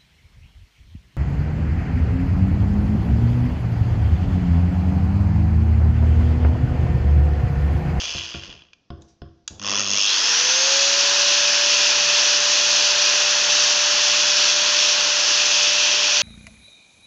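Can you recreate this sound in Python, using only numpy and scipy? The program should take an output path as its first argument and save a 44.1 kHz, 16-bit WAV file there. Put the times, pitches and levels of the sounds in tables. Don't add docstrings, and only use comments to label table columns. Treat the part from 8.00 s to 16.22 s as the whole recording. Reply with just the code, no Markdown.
import sys
import numpy as np
from scipy import signal
from scipy.fft import rfft, irfft, next_fast_len
from scipy.io import wavfile
from scipy.ndimage import map_coordinates

SR = 44100
rng = np.random.default_rng(int(sys.argv[2]) if len(sys.argv) > 2 else 0)


def pcm_store(signal):
    levels = np.round(np.clip(np.atleast_2d(signal), -1, 1) * 32767)
    wavfile.write(sys.argv[1], SR, levels.astype(np.int16).T)


N = 362502
TIME_S = np.arange(N) / SR


def amp(db):
    return 10 ** (np.asarray(db) / 20)


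def unit(x):
    return x / np.sqrt(np.mean(x ** 2) + 1e-20)


def along(points, hz):
    f, v = np.transpose(points)
    return np.interp(np.log(hz + 1), np.log(f + 1), v)


def curves(rows, **ends):
    s, *cols = np.transpose(rows)
    return [np.interp(TIME_S, s, c, **ends) for c in cols]


def wobble(rate_hz):
    knots = rng.standard_normal(int(N * rate_hz / SR) + 4)
    return map_coordinates(knots, [np.arange(N) * rate_hz / SR])


def body(x, spectrum):
    size = 8192
    gain = np.maximum(amp(along(spectrum, np.fft.rfftfreq(size, 1 / SR))), 1e-6)
    cepstrum = irfft(np.log(gain))
    cepstrum[1:size // 2] *= 2
    cepstrum[size // 2 + 1:] = 0
    ring = irfft(np.exp(rfft(cepstrum)))
    return signal.fftconvolve(x, ring / np.linalg.norm(ring))[:N]


def noise():
    return rng.standard_normal(N)


def add(track, s, sound):
    part = track[round(s * SR):][:len(sound)]
    part += sound[:len(part)]


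def burst(t60, rise):
    t = np.arange(SR) / SR
    return amp(-60 * t / t60) * (1 - np.exp(-t / rise)) * rng.standard_normal(len(t))


def bursts(rows, rise):
    track = np.zeros(N)
    for s, db, t60 in rows:
        add(track, max(s, 0), amp(db) * burst(t60, rise))
    return track


def impacts(rate_hz, scatter_db, t60):
    chance = np.clip(rate_hz / SR, 1e-4, 1)
    energy = unit(amp(scatter_db * np.clip(noise(), -2, 2))) ** 2
    blows = (rng.random(N) < chance) * energy / chance
    keep = amp(-60 / (t60 * SR)) ** 2
    return np.sqrt(signal.lfilter([1 - keep], [1, -keep], blows)) * noise()


def below(spin, edge):
    return 1 / (1 + (spin / edge) ** 10)


FULL_HZ, CREEP_HZ, COAST_HZ = 591.2, 53.2, 145
FIRST_FIRING_S, STOP_S = 1.5959, .86
RAMP_S, RAMP_POWER = .442, 1.487
RUN_UP_S, CREEP_S = .2673, .949
HALF_WAVE_HZ, TEETH = 100.7, 12


def rotor_speed():
    ramp = np.clip((TIME_S - FIRST_FIRING_S) / RAMP_S, 0, 1) ** RAMP_POWER
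    drive = np.cumsum(ramp) / SR
    missing = (FULL_HZ - CREEP_HZ) * np.exp(-drive / RUN_UP_S) + CREEP_HZ * np.exp(-drive / CREEP_S)
    rising = FULL_HZ - missing
    falling = COAST_HZ * np.clip(1 - TIME_S / STOP_S, 0, 1)
    return np.maximum(falling + rising, 1)


# (frequency [Hz], relative level [dB])
LOOSE_GEARS = [(150, -31), (300, -19.5), (700, -11), (800, -16), (1000, -10), (2200, -11.5), (2450, -2),
               (2750, 1.5), (3400, 0.5), (3720, -10.5), (4500, -6.5), (4750, -2.5), (5250, -3.5),
               (5700, -9), (6150, -4.5), (6550, -8.5), (6850, -16.5), (7300, -24.5), (8900, -50)]
# (time [s], level [dB])
TOOTH_TICKS = [(.32, -27), (.394, -29), (.494, -32), (.509, -31), (.612, -45), (.7325, -36)]
COAST_DB, COAST_POWER = -29.5, 1.03
COAST_TREBLE_DB, DULLING_POWER = 3.5, 0.98
SETTLE_HZ = 46


def coasting(speed):
    left = np.minimum(speed / COAST_HZ, 1) * (TIME_S < STOP_S)
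    rate_hz = speed + 25
    turns = np.cumsum(rate_hz) / SR + .15 * wobble(50)
    age_s = turns % 1 / rate_hz
    strength = amp(2.5 * noise())[np.floor(turns).astype(int)]
    clacks = strength * amp(-60 * age_s / .02) * noise()
    chatter = impacts(TEETH * rate_hz, scatter_db=4, t60=.005) + noise()
    level = amp(COAST_DB) * left ** COAST_POWER / (1 + (SETTLE_HZ / speed) ** 3)
    rattle = level * (1.9 * clacks + .5 * np.sqrt(left) * chatter)
    dull = signal.sosfiltfilt(signal.butter(4, 4000, fs=SR, output="sos"), rattle)
    rattle = dull + amp(COAST_TREBLE_DB) * left ** DULLING_POWER * (rattle - dull)
    tick_lowpass = signal.butter(2, 5000, fs=SR, output="sos")
    for s, db in TOOTH_TICKS:
        tick = amp(db) * burst(t60=.018, rise=.0005)
        add(rattle, s, signal.sosfilt(tick_lowpass, tick))
    return body(rattle, LOOSE_GEARS)


MISFIRE_DB = -11.5


def kicks(bounce_db, t60, rise):
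    cycles = (TIME_S - FIRST_FIRING_S) * HALF_WAVE_HZ
    age_s = cycles % 1 / HALF_WAVE_HZ
    strength = amp(.6 * noise())[np.floor(cycles).astype(int)]
    strength = strength * amp(MISFIRE_DB * (np.floor(cycles) == 1))
    meeting = np.floor(cycles - .06 + .008 * wobble(100))
    slams = np.diff(meeting, prepend=meeting[0])
    bounces = amp(-60 * age_s / t60) * (1 - np.exp(-age_s / rise)) * noise()
    return unit(strength * (unit(slams - np.mean(slams)) + amp(bounce_db) * unit(bounces)))


# (time [s], level [dB])
JOLT_LEVEL = [(1.6, -39.5), (1.625, -34), (1.675, -24.5), (1.81, -20), (1.84, -27), (1.93, -21.5),
              (2.03, -20), (2.12, -24), (2.7, -31)]
# (frequency [Hz], relative level [dB])
STRAINED_CASE = [(1500, -30), (2250, -13.5), (2700, 2), (3050, -2), (3450, 0), (3720, -10.5), (4550, -5),
                 (4900, -1.5), (5400, 5), (5750, -2), (6100, 2.5), (6600, -1), (7100, -15.5), (7800, -38.5),
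                 (9000, -52)]
# (frequency [Hz], relative level [dB])
HOUSING_THUD = [(80, -31.5), (250, -5.5), (400, -8.5), (600, -1.5), (850, -7.5), (1100, 2), (1350, -3),
                (1600, -7.5), (1900, -4.5), (2300, -12.5), (3200, -42.5)]
THUD_DB, THUD_FADE_DB = -7, 21.5


def jolts(speed):
    strength = amp(curves(JOLT_LEVEL)[0]) * (TIME_S > FIRST_FIRING_S)
    hard = strength * kicks(bounce_db=3, t60=0.017, rise=.0005)
    soft = strength * kicks(bounce_db=8, t60=0.024, rise=.0005)
    thud_gain = amp(THUD_DB - THUD_FADE_DB * speed / FULL_HZ)
    return body(hard, STRAINED_CASE) + body(thud_gain * soft, HOUSING_THUD)


# (frequency [Hz], relative level [dB])
GEAR_CASE = [(2060, -34.5), (3500, -6), (4060, -1.5), (4470, 1), (6010, 2.5), (6890, -7.5), (7220, -13),
             (8090, -33), (8880, -39.5), (11500, -66), (19500, -120)]
# (frequency [Hz], relative level [dB])
STEEL_GUARD = [(1240, -36.5), (2100, -15.5), (2610, 0), (3800, -6), (4940, -37), (8360, -120)]
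# (frequency [Hz], relative level [dB])
FAN_RUSH = [(30, -41.5), (80, -29.5), (150, -20), (300, -5.5), (480, -6), (750, -1), (1000, 3), (1200, 0.5),
            (1450, 3.5), (1700, 5), (2050, 0.5), (2400, -2), (3000, -27.5), (5000, -75.5)]
CASE_DB, GUARD_DB, FAN_DB = -18, -23.5, -28
CLATTER_POWER, FAN_POWER = 0.93, .2
FAN_STALL_SPIN = 0.53
TILT_CASE_DB, TILT_GUARD_DB, TILT_FAN_DB = -1, 2, -1.5


def running(speed, tilt):
    spin = speed / FULL_HZ
    powered = TIME_S > FIRST_FIRING_S
    flutter_db = .4 * wobble(45) + 0.5 * wobble(8.3)
    guard_flutter_db = flutter_db + 0.34 * wobble(14)

    def teeth():
        return 0.62 * impacts(TEETH * speed / 2, scatter_db=1.0, t60=.003) + 0.8 * noise()

    case = amp(CASE_DB + TILT_CASE_DB * tilt + flutter_db) * body(teeth(), GEAR_CASE)
    guard = amp(GUARD_DB + TILT_GUARD_DB * tilt + guard_flutter_db) * body(teeth(), STEEL_GUARD)
    fan = amp(FAN_DB + TILT_FAN_DB * tilt) * body(noise(), FAN_RUSH)
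    airflow = spin ** FAN_POWER * (1 - below(spin, FAN_STALL_SPIN))
    return powered * (spin ** CLATTER_POWER * (case + guard) + airflow * fan)


# (frequency [Hz], width [Hz], mean gain over the broad colour [dB])
METAL_MODES = [(2465, 48, 3), (2670, 76, 0.5), (3380, 140, 3), (4464, 69, 0.5), (4770, 78, -5),
               (5070, 200, -0.5), (6070, 71, 0), (6520, 140, 2)]


def metal(x):
    m = next_fast_len(N + SR // 2)
    f, spectrum = np.fft.rfftfreq(m, 1 / SR), rfft(x, m)
    out = x
    for hz, width, db in METAL_MODES:
        bandpass = 1j * f * width / (hz * hz - f * f + 1j * f * width)
        ring = irfft(spectrum * bandpass, m)[:N]
        sway_db = 1.3 * wobble(2.5)
        out = out + (amp(db + sway_db) - 1) * ring
    return amp(-1.22) * out


SING_DB, SING_HZ, SING_WIDTH_HZ = -27, 4100, 900


def guard_ring(speed):
    near = np.exp(-.5 * ((TEETH * speed - SING_HZ) / SING_WIDTH_HZ) ** 2)
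    near = near * (TIME_S > FIRST_FIRING_S)
    # (frequency [Hz], relative level [dB])
    resonance = [(2500, -51.5), (3100, -14.5), (3230, 2), (3420, -2.5), (3560, -18), (4200, -51.0)]
    return amp(SING_DB) * near * body(noise(), resonance)


# (multiple of rotor speed, mean rms level at full speed [dB])
ROTOR_LINES = [(.27, -59), (4.272, -41), (5.08, -39), (9, -40), (10, -40), (11, -45)]
# (frequency [Hz], mean rms level [dB])
MESH_RADIATION = [(1000, -75), (2000, -46), (2650, -29.5), (3400, -28.5), (4200, -27), (5000, -28),
                  (5600, -25.5), (6400, -26.5), (6690, -30.5), (6820, -40), (7100, -47)]
SHAFT_DB, TILT_SHAFT_DB = -30.5, -1.3
HOUSING_HZ, HOUSING_WIDTH_HZ = 556.5, 48.4
SHAKE_RAD, STEADY_SHAKE_RAD, SHAKE_END_SPIN = .9, .22, .7


def whine(speed, tilt):
    angle = 2 * np.pi * np.cumsum(speed * (1 + .0008 * wobble(12))) / SR
    spin = speed / FULL_HZ
    resonance = 1 / np.hypot(1, 2 * (speed - HOUSING_HZ) / HOUSING_WIDTH_HZ)
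    shaft_gain = amp(SHAFT_DB + TILT_SHAFT_DB * tilt + 0.55 * wobble(11))
    shaft = shaft_gain * resonance * spin ** 2 * np.sin(angle)
    lines = sum(amp(db + 2.5 * wobble(11)) * np.sin(multiple * angle + 0.61 * wobble(25))
                for multiple, db in ROTOR_LINES)
    torque = np.sin(2 * np.pi * HALF_WAVE_HZ * TIME_S)
    shake_rad = STEADY_SHAKE_RAD + SHAKE_RAD * below(spin, SHAKE_END_SPIN)
    mesh_phase = TEETH * angle + shake_rad * (torque + wobble(330))
    mesh = amp(along(MESH_RADIATION, TEETH * speed) + wobble(40)) * np.sin(mesh_phase)
    loaded = TIME_S > FIRST_FIRING_S
    return np.sqrt(2) * (shaft + spin ** 6 * lines + loaded * mesh)


# (multiple of the half-wave rate, mean relative level [dB])
HUM_OVERTONES = [(1, -5.5), (2, -3), (3, -8.5), (4, -15), (5, -17)]
HUM_DB, HUM_RISE_S = -40.5, .015
HUM_END_SPIN = .36


def stator(speed):
    angle = 2 * np.pi * HALF_WAVE_HZ * TIME_S
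    hum = np.zeros(N)
    for k, db in HUM_OVERTONES:
        phase = 0.28 * k * wobble(22) + 2 * np.pi * rng.random()
        hum += amp(db + 2.0 * wobble(25)) * np.sin(k * angle + phase)
    rise = 1 - np.exp(-np.maximum(TIME_S - FIRST_FIRING_S, 0) / HUM_RISE_S)
    current = rise * below(speed / FULL_HZ, HUM_END_SPIN)
    return amp(HUM_DB) * current * unit(hum)


# (time [s], boom level [dB], knock level [dB])
TABLE_THUMPS = [(.149, -34, -41), (0.345, -33.5, -34), (0.903, -32.5, -37.5), (1.218, -36.5, -40.5),
                (1.504, -47, -48)]
# (frequency [Hz], mean relative level [dB], t60 [s])
TABLE_MODES = [(72.4, 2.5, 0.31), (90.5, -2, 0.3), (133, -2, 0.31), (161, -9, 0.3), (206, -4, 0.19),
               (258, -9, 0.22), (331, -8.5, 0.45), (385, -10.5, 0.29), (558, -14.5, 0.27), (703, -5, 0.14),
               (1060, -17.5, 0.17), (1130, -20, 0.13), (1380, -26, 0.247), (5100, -33, .25)]
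# (frequency [Hz], relative level [dB])
KNOCK_COLOUR = [(80, -5.5), (300, 5), (720, -11), (850, -19), (1130, 1), (1280, -15), (1450, -5),
                (2200, -24), (2900, -16), (3350, -9), (3900, -25), (4700, -20), (5150, -14), (5700, -32),
                (6500, -41), (8500, -59.5)]
# (time [s], level [dB], t60 [s])
SWITCH_CLICKS = [(1.02, -45, 0.022), (1.477, -18.5, 0.023), (1.509, -46, 0.034)]
# (frequency [Hz], relative level [dB])
PLASTIC_SHELL = [(200, -15), (650, -28), (880, -4), (1100, -17), (1700, -9), (2050, -18), (2400, -7),
                 (3400, -3.5), (3850, 3), (4250, -3.5), (5600, -5), (6200, 2), (7200, -2), (7900, -19.5),
                 (9000, -35)]
# (time [s], level [dB], t60 [s])
THUMB_RUBS = [(1.005, -62, .35), (1.075, -54.5, .2), (1.482, -49, 0.38)]


def handling():
    booms, knocks = np.zeros((2, N))
    t = np.arange(SR // 2) / SR
    for s, boom_db, knock_db in TABLE_THUMPS:
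        ring = sum(amp(level + rng.normal(0, 0.5) - 60 * t / t60)
                   * np.sin(2 * np.pi * (hz * t + rng.random())) for hz, level, t60 in TABLE_MODES)
        add(booms, s, amp(boom_db) * ring * (1 - np.exp(-t / 0.001)))
        crack = burst(t60=0.017, rise=.0008)
        buzz = burst(t60=0.45, rise=0.0042)
        add(knocks, s, amp(knock_db) * (amp(12) * crack + amp(-12) * buzz))
    clicks = bursts(SWITCH_CLICKS, rise=.0005)
    # (frequency [Hz], relative level [dB])
    rub_colour = [(500, -7), (3000, -6.5), (6000, 6), (7500, -9), (9000, -23.5)]
    rub = body(bursts(THUMB_RUBS, rise=0.011), rub_colour)
    return booms + body(knocks, KNOCK_COLOUR) + body(clicks, PLASTIC_SHELL) + rub


# (time [s], level [dB], t60 [s])
LOW_RUMBLES = [(0, -46.5, 1.2), (.475, -41.5, 0.4), (.97, -43.5, 0.33), (1.5, -45, 1.1)]


def grip():
    # (frequency [Hz], relative level [dB])
    rumble = [(25, -9), (75, 2.5), (160, -3.0), (330, -9), (700, -13.5), (1200, -27), (3000, -58)]
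    return body(bursts(LOW_RUMBLES, rise=0.01), rumble)


# (frequency [Hz], t60 [s])
ROOM_DECAY = [(100, 0.63), (1000, 0.72), (7000, 0.47)]


def room(x):
    hz, t, z = signal.stft(rng.standard_normal(SR // 2), SR, nperseg=256)
    decay = amp(-60 * t / along(ROOM_DECAY, hz)[:, None])
    tail = signal.istft(z * decay, SR, nperseg=256)[1]
    return signal.fftconvolve(x, tail / np.linalg.norm(tail))[:N]


# (time [s], tilt [0 level to 1 guard towards the listener])
TOOL_TILT = [(2.5, 0.043), (3.3, 0.045), (4.0, .1), (6.5, 0.078), (7.3, 0.49), (7.9, 1)]
# (frequency [Hz], relative level [dB])
FLOOR_COLOUR = [(25, -11), (80, -2.5), (200, -1.5), (600, -10), (2000, -22), (6000, -16.5), (9000, -52)]


def scene():
    speed = rotor_speed()
    tilt, = curves(TOOL_TILT)
    gears = metal(coasting(speed) + jolts(speed) + running(speed, tilt))
    clatter = gears + guard_ring(speed) + handling() + grip()
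    tones = whine(speed, tilt) + stator(speed)
    floor = amp(-70) * body(noise(), FLOOR_COLOUR)
    return (clatter + amp(-12.0) * room(clatter) + tones + floor)[None]


TOP_HZ = 9050


def record(dry):
    rounded = dry / (1 + np.abs(dry / .62) ** 8) ** (1 / 8)
    m = next_fast_len(N + SR // 2)
    return irfft(rfft(rounded, m) * (np.fft.rfftfreq(m, 1 / SR) < TOP_HZ), m)[..., :N]


dry = scene()
out = record(dry)
pcm_store(out)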